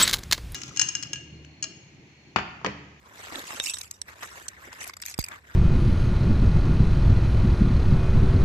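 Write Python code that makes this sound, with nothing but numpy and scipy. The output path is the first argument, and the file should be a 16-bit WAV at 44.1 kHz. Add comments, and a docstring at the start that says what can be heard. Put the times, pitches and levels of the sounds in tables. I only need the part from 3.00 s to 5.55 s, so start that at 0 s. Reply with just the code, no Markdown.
"""A waterproof sleeve rustles over a faint distant rumble as a gloved hand digs in gritty soil by a camera.
Grit scrapes under the glove and pebbles grate, all made of patchy, coloured noise slips;
a buried piece of glass clinks as a set of decaying sine modes, then loosened stones tick together.
Near the end something soft bumps the right side of the camera: a sine thud of falling pitch and a short rap."""
import sys
import numpy as np
from scipy import signal
from scipy.fft import rfft, irfft
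from scipy.io import wavfile

SR = 44100
rng = np.random.default_rng(int(sys.argv[2]) if len(sys.argv) > 2 else 0)


def to_wav(s):
    """Save 16-bit WAV."""
    ch = np.atleast_2d(s).T  # columns
    pcm = np.round(np.clip(ch, -1, 1) * 32767)  # PCM
    wavfile.write(sys.argv[1], SR, pcm.astype(np.int16))


N = 112454


def amp(db):
    """Decibels to gain."""
    return 10 ** (np.asarray(db) / 20)


def evened(x):
    """Scales to an rms of one."""
    return x / np.sqrt(np.mean(x ** 2) + 1e-20)


def panned(db):
    """Left and right gains for a level difference; positive is louder on the left."""
    return amp(np.array([[db], [-db]]) / 2)


def add(mix, s, sound):
    """Mixes a stereo sound in at a time in seconds."""
    part = mix[:, max(round(s * SR), 0):][:, :sound.shape[1]]
    part += sound[:, :part.shape[1]]


def level(curve):
    """Gain through time from (s, dB) points, practically silent outside them."""
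    return amp(np.interp(np.arange(N) / SR, *np.transpose(curve), left=-120, right=-120))


def pair(z, alike):
    """Makes two unrelated signals partly alike; `alike` is their correlation."""
    c = np.clip(alike, -.99, .99)
    return np.array([z[0], c * z[0] + np.sqrt(1 - c ** 2) * z[1]])


def coloured(x, spectrum, tilt_db=0):
    """Gives a signal a spectrum, and a tilt per octave above about 1 kHz, at an rms of one."""
    length = x.shape[-1]
    octave = np.log2(np.fft.rfftfreq(length, 1 / SR) + 1)
    hz, db = np.transpose(spectrum)
    gain_db = np.interp(octave, np.log2(hz), db) + tilt_db * np.clip(octave - 10, 0, None)
    return evened(irfft(rfft(x) * amp(gain_db), length))


def flutter(hz, depth_db):
    """Random unsteadiness of contact pressure: a slow noise that moves the level."""
    lowpass = 1 / (1 + (np.fft.rfftfreq(N, 1 / SR) / hz) ** 4)
    wander = irfft(rfft(rng.standard_normal(N)) * lowpass, N)
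    return amp(depth_db * evened(wander))


def crackle(per_s, spread_db, smooth, alike):
    """Many tiny slips of uneven size over smooth friction noise."""
    size = amp(spread_db * np.minimum(rng.exponential(1, N), 4))
    slips = size * (rng.random(N) < per_s / SR)
    return pair(rng.standard_normal((2, N)), alike) * (evened(slips) + smooth)


PATCH_HZ, PATCH_S = 370, 0.01  # patch size, two standard deviations wide


def patchy(x, depth_db):
    """Each grain and crease has its own colour: random patches in time and pitch."""
    frame, hop = 512, 128
    z = signal.stft(x, nperseg=frame, noverlap=frame - hop)[2]
    across_pitch = signal.windows.gaussian(31, PATCH_HZ / 2 * frame / SR)
    across_time = signal.windows.gaussian(31, PATCH_S / 2 * SR / hop)
    spread = np.outer(across_pitch, across_time)
    field = evened(signal.fftconvolve(rng.standard_normal(z.shape[1:]), spread, "same"))
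    gain = evened(amp(depth_db * np.minimum(field, 1.5)))
    return signal.istft(z * gain, nperseg=frame, noverlap=frame - hop)[1][:, :x.shape[1]]


SHARED_BASS_HZ = 736


def lagged(x, s):
    """The two close microphones share the bass; the left one hears the sound a little later."""
    lowpass = signal.butter(1, SHARED_BASS_HZ, fs=SR, output="sos")
    unshared = signal.sosfiltfilt(lowpass, (x[0] - x[1]) / 2)
    return np.array([np.roll(x[0] - unshared, round(s * SR)), x[1] + unshared])


# Tone of the distant rumble. Each row: frequency in Hz, relative level in dB.
AIR_TONE = [(20, -28), (45, -13.5), (65, 3), (85, 4), (115, -3.5), (500, -17), (1500, -34.5), (4000, -33.5),
            (14000, -40)]
AIR_DB = -60


def outdoors():
    """A low, steady rumble from far away: noise nearly alike in both ears."""
    rumble = coloured(pair(rng.standard_normal((2, N)), alike=0.94), AIR_TONE)
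    return rumble * amp(AIR_DB) * panned(db=-2.5)


# Rub of the sleeve as the arm moves. Each row: time in seconds, level in dB before the sleeve trim.
SLEEVE_MOVES = [(0, -62.5), (.06, -50.5), (.21, -43), (.315, -43), (.325, -34), (.385, -38), (.48, -41.5),
                (.505, -35.5), (.585, -38.5), (.63, -48), (.88, -56.5), (1.04, -65), (1.09, -43.5),
                (1.135, -50), (1.22, -44.5), (1.228, -36), (1.3, -47), (1.37, -43), (1.45, -50.5),
                (1.53, -53.5), (1.68, -47.5), (1.71, -54), (1.74, -46), (1.82, -45), (1.9, -49.5),
                (1.92, -56.5), (2.0, -63), (2.08, -52.5), (2.16, -57), (2.22, -58), (2.35, -42),
                (2.43, -63), (2.48, -51), (2.55, -45)]
# Tone of the stiff cloth. Each row: frequency in Hz, relative level in dB.
CLOTH_TONE = [(71, -50), (120, -14), (205, -7.5), (338, -2.5), (780, -3), (1010, 2.5), (1910, -0.5),
              (3080, -12), (3690, -10), (4680, -15.5), (8020, -15), (9780, -31), (12700, -16), (14000, -33)]
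# Swishing upper middle laid over the rub. Each row: time in seconds, gain of the added band in dB.
SWISH_GAIN = [(0, -36), (1.2, -4), (1.85, 3), (2.55, -5)]
# Folds that flap. Each row: start in seconds, length before the fade in seconds, level in dB before panning.
FOLD_FLAPS = [(0.321, 0.0089, -47.5), (0.359, 0.028, -41.5), (0.649, 0.022, -54.5), (1.67, 0.018, -50.5)]
# Hollow tone of a flapping fold. Each row: frequency in Hz, relative level in dB.
HOLLOW_TONE = [(60, -16), (170, -17.5), (280, 6.5), (400, -3), (800, -8.5), (1600, -45), (14000, -70)]
SWISH_HZ = (1530, 2380)
CREASES_PER_S, CREASE_SPREAD_DB = 3500, 1.8
SLEEVE_TRIM_DB, SLEEVE_LAG_S = -1.5, .00024
FLAP_RISE_S, FLAP_DECAY_S = 0.0028, 0.0084


def sleeve():
    """Creases of stiff cloth rub and snap, to the right of the camera; a few folds flap."""
    rub = coloured(crackle(CREASES_PER_S, CREASE_SPREAD_DB, smooth=0.3, alike=0.26), CLOTH_TONE)
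    swish_band = signal.butter(2, SWISH_HZ, "band", fs=SR, output="sos")
    rub = rub + level(SWISH_GAIN) * signal.sosfiltfilt(swish_band, rub)
    movement = flutter(hz=66, depth_db=1.5) * level(SLEEVE_MOVES)
    out = patchy(rub, depth_db=4) * movement * amp(SLEEVE_TRIM_DB) * panned(db=0.5)
    t = np.arange(SR // 4) / SR
    for s, length, db in FOLD_FLAPS:
        air = coloured(pair(rng.standard_normal((2, len(t))), alike=0.8), HOLLOW_TONE)
        rise = np.minimum(t / FLAP_RISE_S, 1)
        fade = np.exp(-np.maximum(t - length, 0) / FLAP_DECAY_S)
        add(out, s, air * amp(db) * rise * fade * panned(db=-9.5))
    return lagged(out, SLEEVE_LAG_S)


# Grit dragged under the glove, one curve per stroke. Each row of a curve: time in seconds,
# level in dB before flutter and panning.
GLOVE_STROKES = [
    [(.12, -67), (.21, -45.5), (.3, -51), (.39, -39), (.43, -49.5), (.51, -39.5), (.57, -43), (.6, -41.5)],
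    [(.6, -54), (.63, -37), (.64, -32), (.71, -32), (.72, -42.5), (.86, -47.5), (.9, -67), (.94, -51.5),
     (1.0, -70)],
    [(1.07, -61), (1.1, -47), (1.14, -71.5), (1.24, -47), (1.38, -48.5), (1.57, -68.5), (1.65, -52),
     (1.71, -64)],
    [(1.72, -49), (1.78, -54.5), (1.83, -35.5), (1.86, -71)],
    [(2.045, -57), (2.06, -39), (2.135, -46.5)],
]
# Tone of the grit. Each row: frequency in Hz, relative level in dB.
GRIT_TONE = [(200, -51), (1200, -9), (2000, 0.5), (2700, 9), (4000, 0.5), (6000, 6), (8200, 4.5),
             (9100, -5.5), (10800, -1.5), (14000, 0)]
GRAINS_PER_S, GRAIN_SPREAD_DB = 1100, 3


def scrape():
    """Grains of soil slip under the glove, stroke by stroke."""
    grains = coloured(crackle(GRAINS_PER_S, GRAIN_SPREAD_DB, smooth=1.0, alike=0.028), GRIT_TONE)
    pressure = flutter(hz=90.0, depth_db=2.0) * sum(level(stroke) for stroke in GLOVE_STROKES)
    return patchy(grains, depth_db=8.0) * pressure * panned(db=-2.0)


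RISE_S, DECAY_S = .002, 0.0017
TAIL_DB, TAIL_S = -37, 0.038  # faint slower fade under the quick one


def contact(spectrum, ring_db, patchy_db, s, length, db, tilt_db, hz, pan_db=0):
    """A few milliseconds of gritty slips, in which the stone rings at its own pitch, then a quick fade."""
    t = np.arange(SR // 16) / SR
    after = np.maximum(t - length - RISE_S / 2, 0)
    fade = np.exp(-after / DECAY_S) + amp(TAIL_DB) * np.exp(-after / TAIL_S)
    shape = np.minimum(t / RISE_S, 1) ** 2 * fade
    noise = pair(rng.standard_normal((2, len(t))), alike=0.033)
    slips = patchy(coloured(noise, spectrum, tilt_db), patchy_db)
    # the ring is a quarter turn apart between the ears
    right_phase = rng.choice([-1, 1]) * np.pi / 2
    ring = np.sin(2 * np.pi * (hz * t + rng.random()) + np.array([[0], [right_phase]]))
    burst = evened(evened(slips * shape) + amp(ring_db) * evened(ring * shape))
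    burst = burst * np.sqrt(np.mean(shape ** 2))
    return s - RISE_S / 2, burst * amp(db) * panned(pan_db)


# Pebbles grating on glass and each other. Each row: time in seconds, length in seconds,
# level in dB before panning, tilt in dB per octave, ring in Hz, left-right difference in dB.
PEBBLE_GRATES = [(.3215, .0032, -36.5, -20, 600, 3), (0.3562, 0.0011, -28, -6.5, 3400, -11),
                 (0.504, 0.0051, -36, -13, 1125, -4), (0.599, 0.0019, -19.5, -5.5, 3020, -.5),
                 (0.6376, 0.0017, -26, 2, 7720, 2), (0.6455, 0.0031, -27.5, 1, 5360, -1),
                 (0.658, .004, -30, -0.5, 3780, -12.5), (0.6966, 0.0015, -18.5, 2, 5650, -1),
                 (0.707, 0.0034, -29, 5.5, 10400, -5), (0.736, 0.0081, -27.5, -.5, 7870, -1),
                 (0.769, 0.0026, -35, -6.5, 5570, -1), (0.784, .006, -30.5, 3, 8450, -4),
                 (0.8116, 0.0042, -29, 0.5, 6260, -6), (0.9104, 0.0029, -25.5, 3, 6380, 2),
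                 (1.0156, .0025, -24.5, -1, 8050, -4), (1.226, 0.0035, -38, -14.5, 1390, -4),
                 (1.4822, .005, -26.5, -0.5, 6370, -3), (1.7282, 0.0028, -37.5, -5.5, 2060, 3),
                 (1.81, 0.0035, -38.5, -6, 6300, 5), (2.317, 0.0031, -41.5, -9.5, 1120, -1)]
# Tone of a grating pebble. Each row: frequency in Hz, relative level in dB.
PEBBLE_TONE = [(200, -18.5), (1000, -9), (2300, -3), (3700, 4), (4500, -2), (5600, 6), (7200, -1.5),
               (8150, 11.5), (9200, -8.5), (11000, -8.5), (12500, -4.5), (14000, 3.5)]
# Loose stones ticking together. Each row: time in seconds, length in seconds,
# level in dB before panning, tilt in dB per octave, ring in Hz.
STONE_TICKS = [(1.8395, 0.0052, -34.5, -2, 10900), (1.868, 0.0048, -41.5, -28, 1430),
               (1.8756, 0.0017, -33, 7, 10900), (1.8954, .003, -33.5, -7, 1100),
               (1.935, 0.0049, -39.5, -5, 2170), (1.967, .004, -37.5, -3, 4790),
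               (2, 0.0026, -44.5, -4, 4900), (2.0168, 0.0024, -35, 3, 8000),
               (2.0214, 0.0058, -33.5, -1, 5500), (2.035, 0.0022, -36, -8, 2740),
               (2.054, 0.0024, -35, -2.5, 6260), (2.061, 0.0025, -27.5, 0, 12250),
               (2.082, .004, -39, -7, 6300), (2.102, .002, -38.5, -5, 6650),
               (2.112, 0.0016, -35.5, -6.5, 7970), (2.14, 0.0045, -35, -1, 5360),
               (2.178, 0.0036, -39.5, -1, 4770), (2.189, 0.0061, -28, 0, 12530),
               (2.199, 0.018, -35.5, -3, 4740), (2.225, 0.0036, -38.5, -2.5, 6380),
               (2.24, 0.0042, -27.5, -1.5, 4770), (2.251, 0.0024, -42.5, -3, 11200),
               (2.262, 0.0038, -42, -0.5, 2450), (2.2844, .003, -33, 0.5, 2347)]
# Tone of a ticking stone. Each row: frequency in Hz, relative level in dB.
STONE_TONE = [(200, -30), (1200, -11.5), (2450, 3.5), (3150, -10.5), (3700, 0), (4250, -8.5), (4800, 7),
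              (5800, -3.5), (6350, 6), (7150, -4.5), (8050, 6.5), (9400, -14), (11000, -6.5), (12350, 1),
              (14000, -25)]
# ring level against the slips, and depth of the patches
PEBBLE_RING_DB, PEBBLE_PATCHY_DB = -8.5, 4.5
STONE_RING_DB, STONE_PATCHY_DB = -3, 8
CRUMBS, CRUMB_SPAN_S, CRUMB_HZ = 64, (1.8, 1.9), (1990, 11000)
CRUMB_FLOOR_DB, CRUMB_SPREAD_DB = -45, 2  # softest crumb, and mean rise above it


def stones():
    """Pebbles grate, loosened stones tick, and small crumbs trickle down between them."""
    out = np.zeros((2, N))
    pebble = PEBBLE_TONE, PEBBLE_RING_DB, PEBBLE_PATCHY_DB
    stone = STONE_TONE, STONE_RING_DB, STONE_PATCHY_DB
    for row in PEBBLE_GRATES:
        add(out, *contact(*pebble, *row))
    for row in STONE_TICKS:
        add(out, *contact(*stone, *row, pan_db=rng.normal(0, 1.5)))
    for _ in range(CRUMBS):
        s, hz = rng.uniform(*CRUMB_SPAN_S), rng.uniform(*CRUMB_HZ)
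        db = CRUMB_FLOOR_DB + CRUMB_SPREAD_DB * rng.exponential(1)
        add(out, *contact(*stone, s, length=0, db=db, tilt_db=0, hz=hz, pan_db=rng.uniform(-5, 5)))
    return out


# Modes of the buried glass. Each row: frequency in Hz before detuning, relative level in dB,
# time to fall 60 dB in seconds.
GLASS_MODES = [(2660, -2.5, 0.14), (3666, -15, 0.11), (3720, 2.5, 0.076), (5360, -8, 0.053),
               (5780, -4.5, 0.12), (6105, -17, 0.17), (7930, 1.5, 0.062), (8220, -6.5, .11),
               (12400, -16, .07)]
# Clinks on the glass. Each row: start in seconds, level in dB before the mode levels and panning,
# most excited frequency in Hz.
GLASS_CLINKS = [(.6, -26, 3960), (.682, -27.5, 2250), (.697, -30.5, 6800), (.738, -30, 8800),
                (0.744, -35, 4540), (.94, -49, 5400)]
CLINK_OCTAVES = 0.45  # distance at which a mode is excited half as strongly
RATTLE_DB, DETUNE = 2, 0.003


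def glass():
    """Each clink rings the modes near one frequency most strongly, while their level wobbles."""
    out, t = np.zeros((2, N)), np.arange(SR // 3) / SR
    for s, db, centre_hz in GLASS_CLINKS:
        ring = 0
        for hz, mode_db, t60 in GLASS_MODES:
            right_phase = rng.choice([-1, 1]) * 0.89
            phase = 2 * np.pi * rng.random() + np.array([[0], [right_phase]])
            weight = 1 / (1 + (np.log2(hz / centre_hz) / CLINK_OCTAVES) ** 4)
            detuned_hz = hz * (1 + DETUNE * rng.uniform(-0.89, 1))
            decay = amp(mode_db - 60 * t / t60)
            ring = ring + weight * decay * np.sin(2 * np.pi * detuned_hz * t + phase)
        rattle = flutter(hz=121, depth_db=RATTLE_DB)[:len(t)]
        add(out, s, ring * rattle * amp(db) * np.minimum(t / RISE_S, 1) * panned(db=-6))
    return out


BUMP_S, BUMP_LEFT_DB = 2.1893, -45  # start, and left level against the right
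THUD_DB, THUD_DECAY_S = -15.5, 0.013
THUD_START_HZ, THUD_END_HZ, THUD_FALL_S = 563, 27, 0.00082
RAP_HZ, RAP_DB, RAP_DECAY_S = 810, -13.5, 0.00067


def bump():
    """Something soft knocks the camera beside the right microphone: a falling thud and a rap of the case."""
    out, t = np.zeros((2, N)), np.arange(SR // 5) / SR
    hz = THUD_END_HZ + (THUD_START_HZ - THUD_END_HZ) / (1 + t / THUD_FALL_S)
    thud = amp(THUD_DB) * np.exp(-t / THUD_DECAY_S) * np.sin(2 * np.pi * np.cumsum(hz) / SR)
    rap = amp(RAP_DB) * np.exp(-t / RAP_DECAY_S) * np.sin(2 * np.pi * RAP_HZ * t)
    add(out, BUMP_S, -(thud + rap) * amp([[BUMP_LEFT_DB], [0]]))
    return out


def scene():
    """All sources at the two microphones."""
    return outdoors() + sleeve() + scrape() + stones() + glass() + bump()


EDGE_HZ = 13000


def record(dry):
    """The recorder's band limit: a lowpass that removes the top treble."""
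    lowpass = signal.firwin(121, EDGE_HZ, window=("kaiser", 3.5), fs=SR)
    return signal.oaconvolve(dry, lowpass[None], "same", axes=1)


dry = scene()
out = record(dry)
to_wav(out)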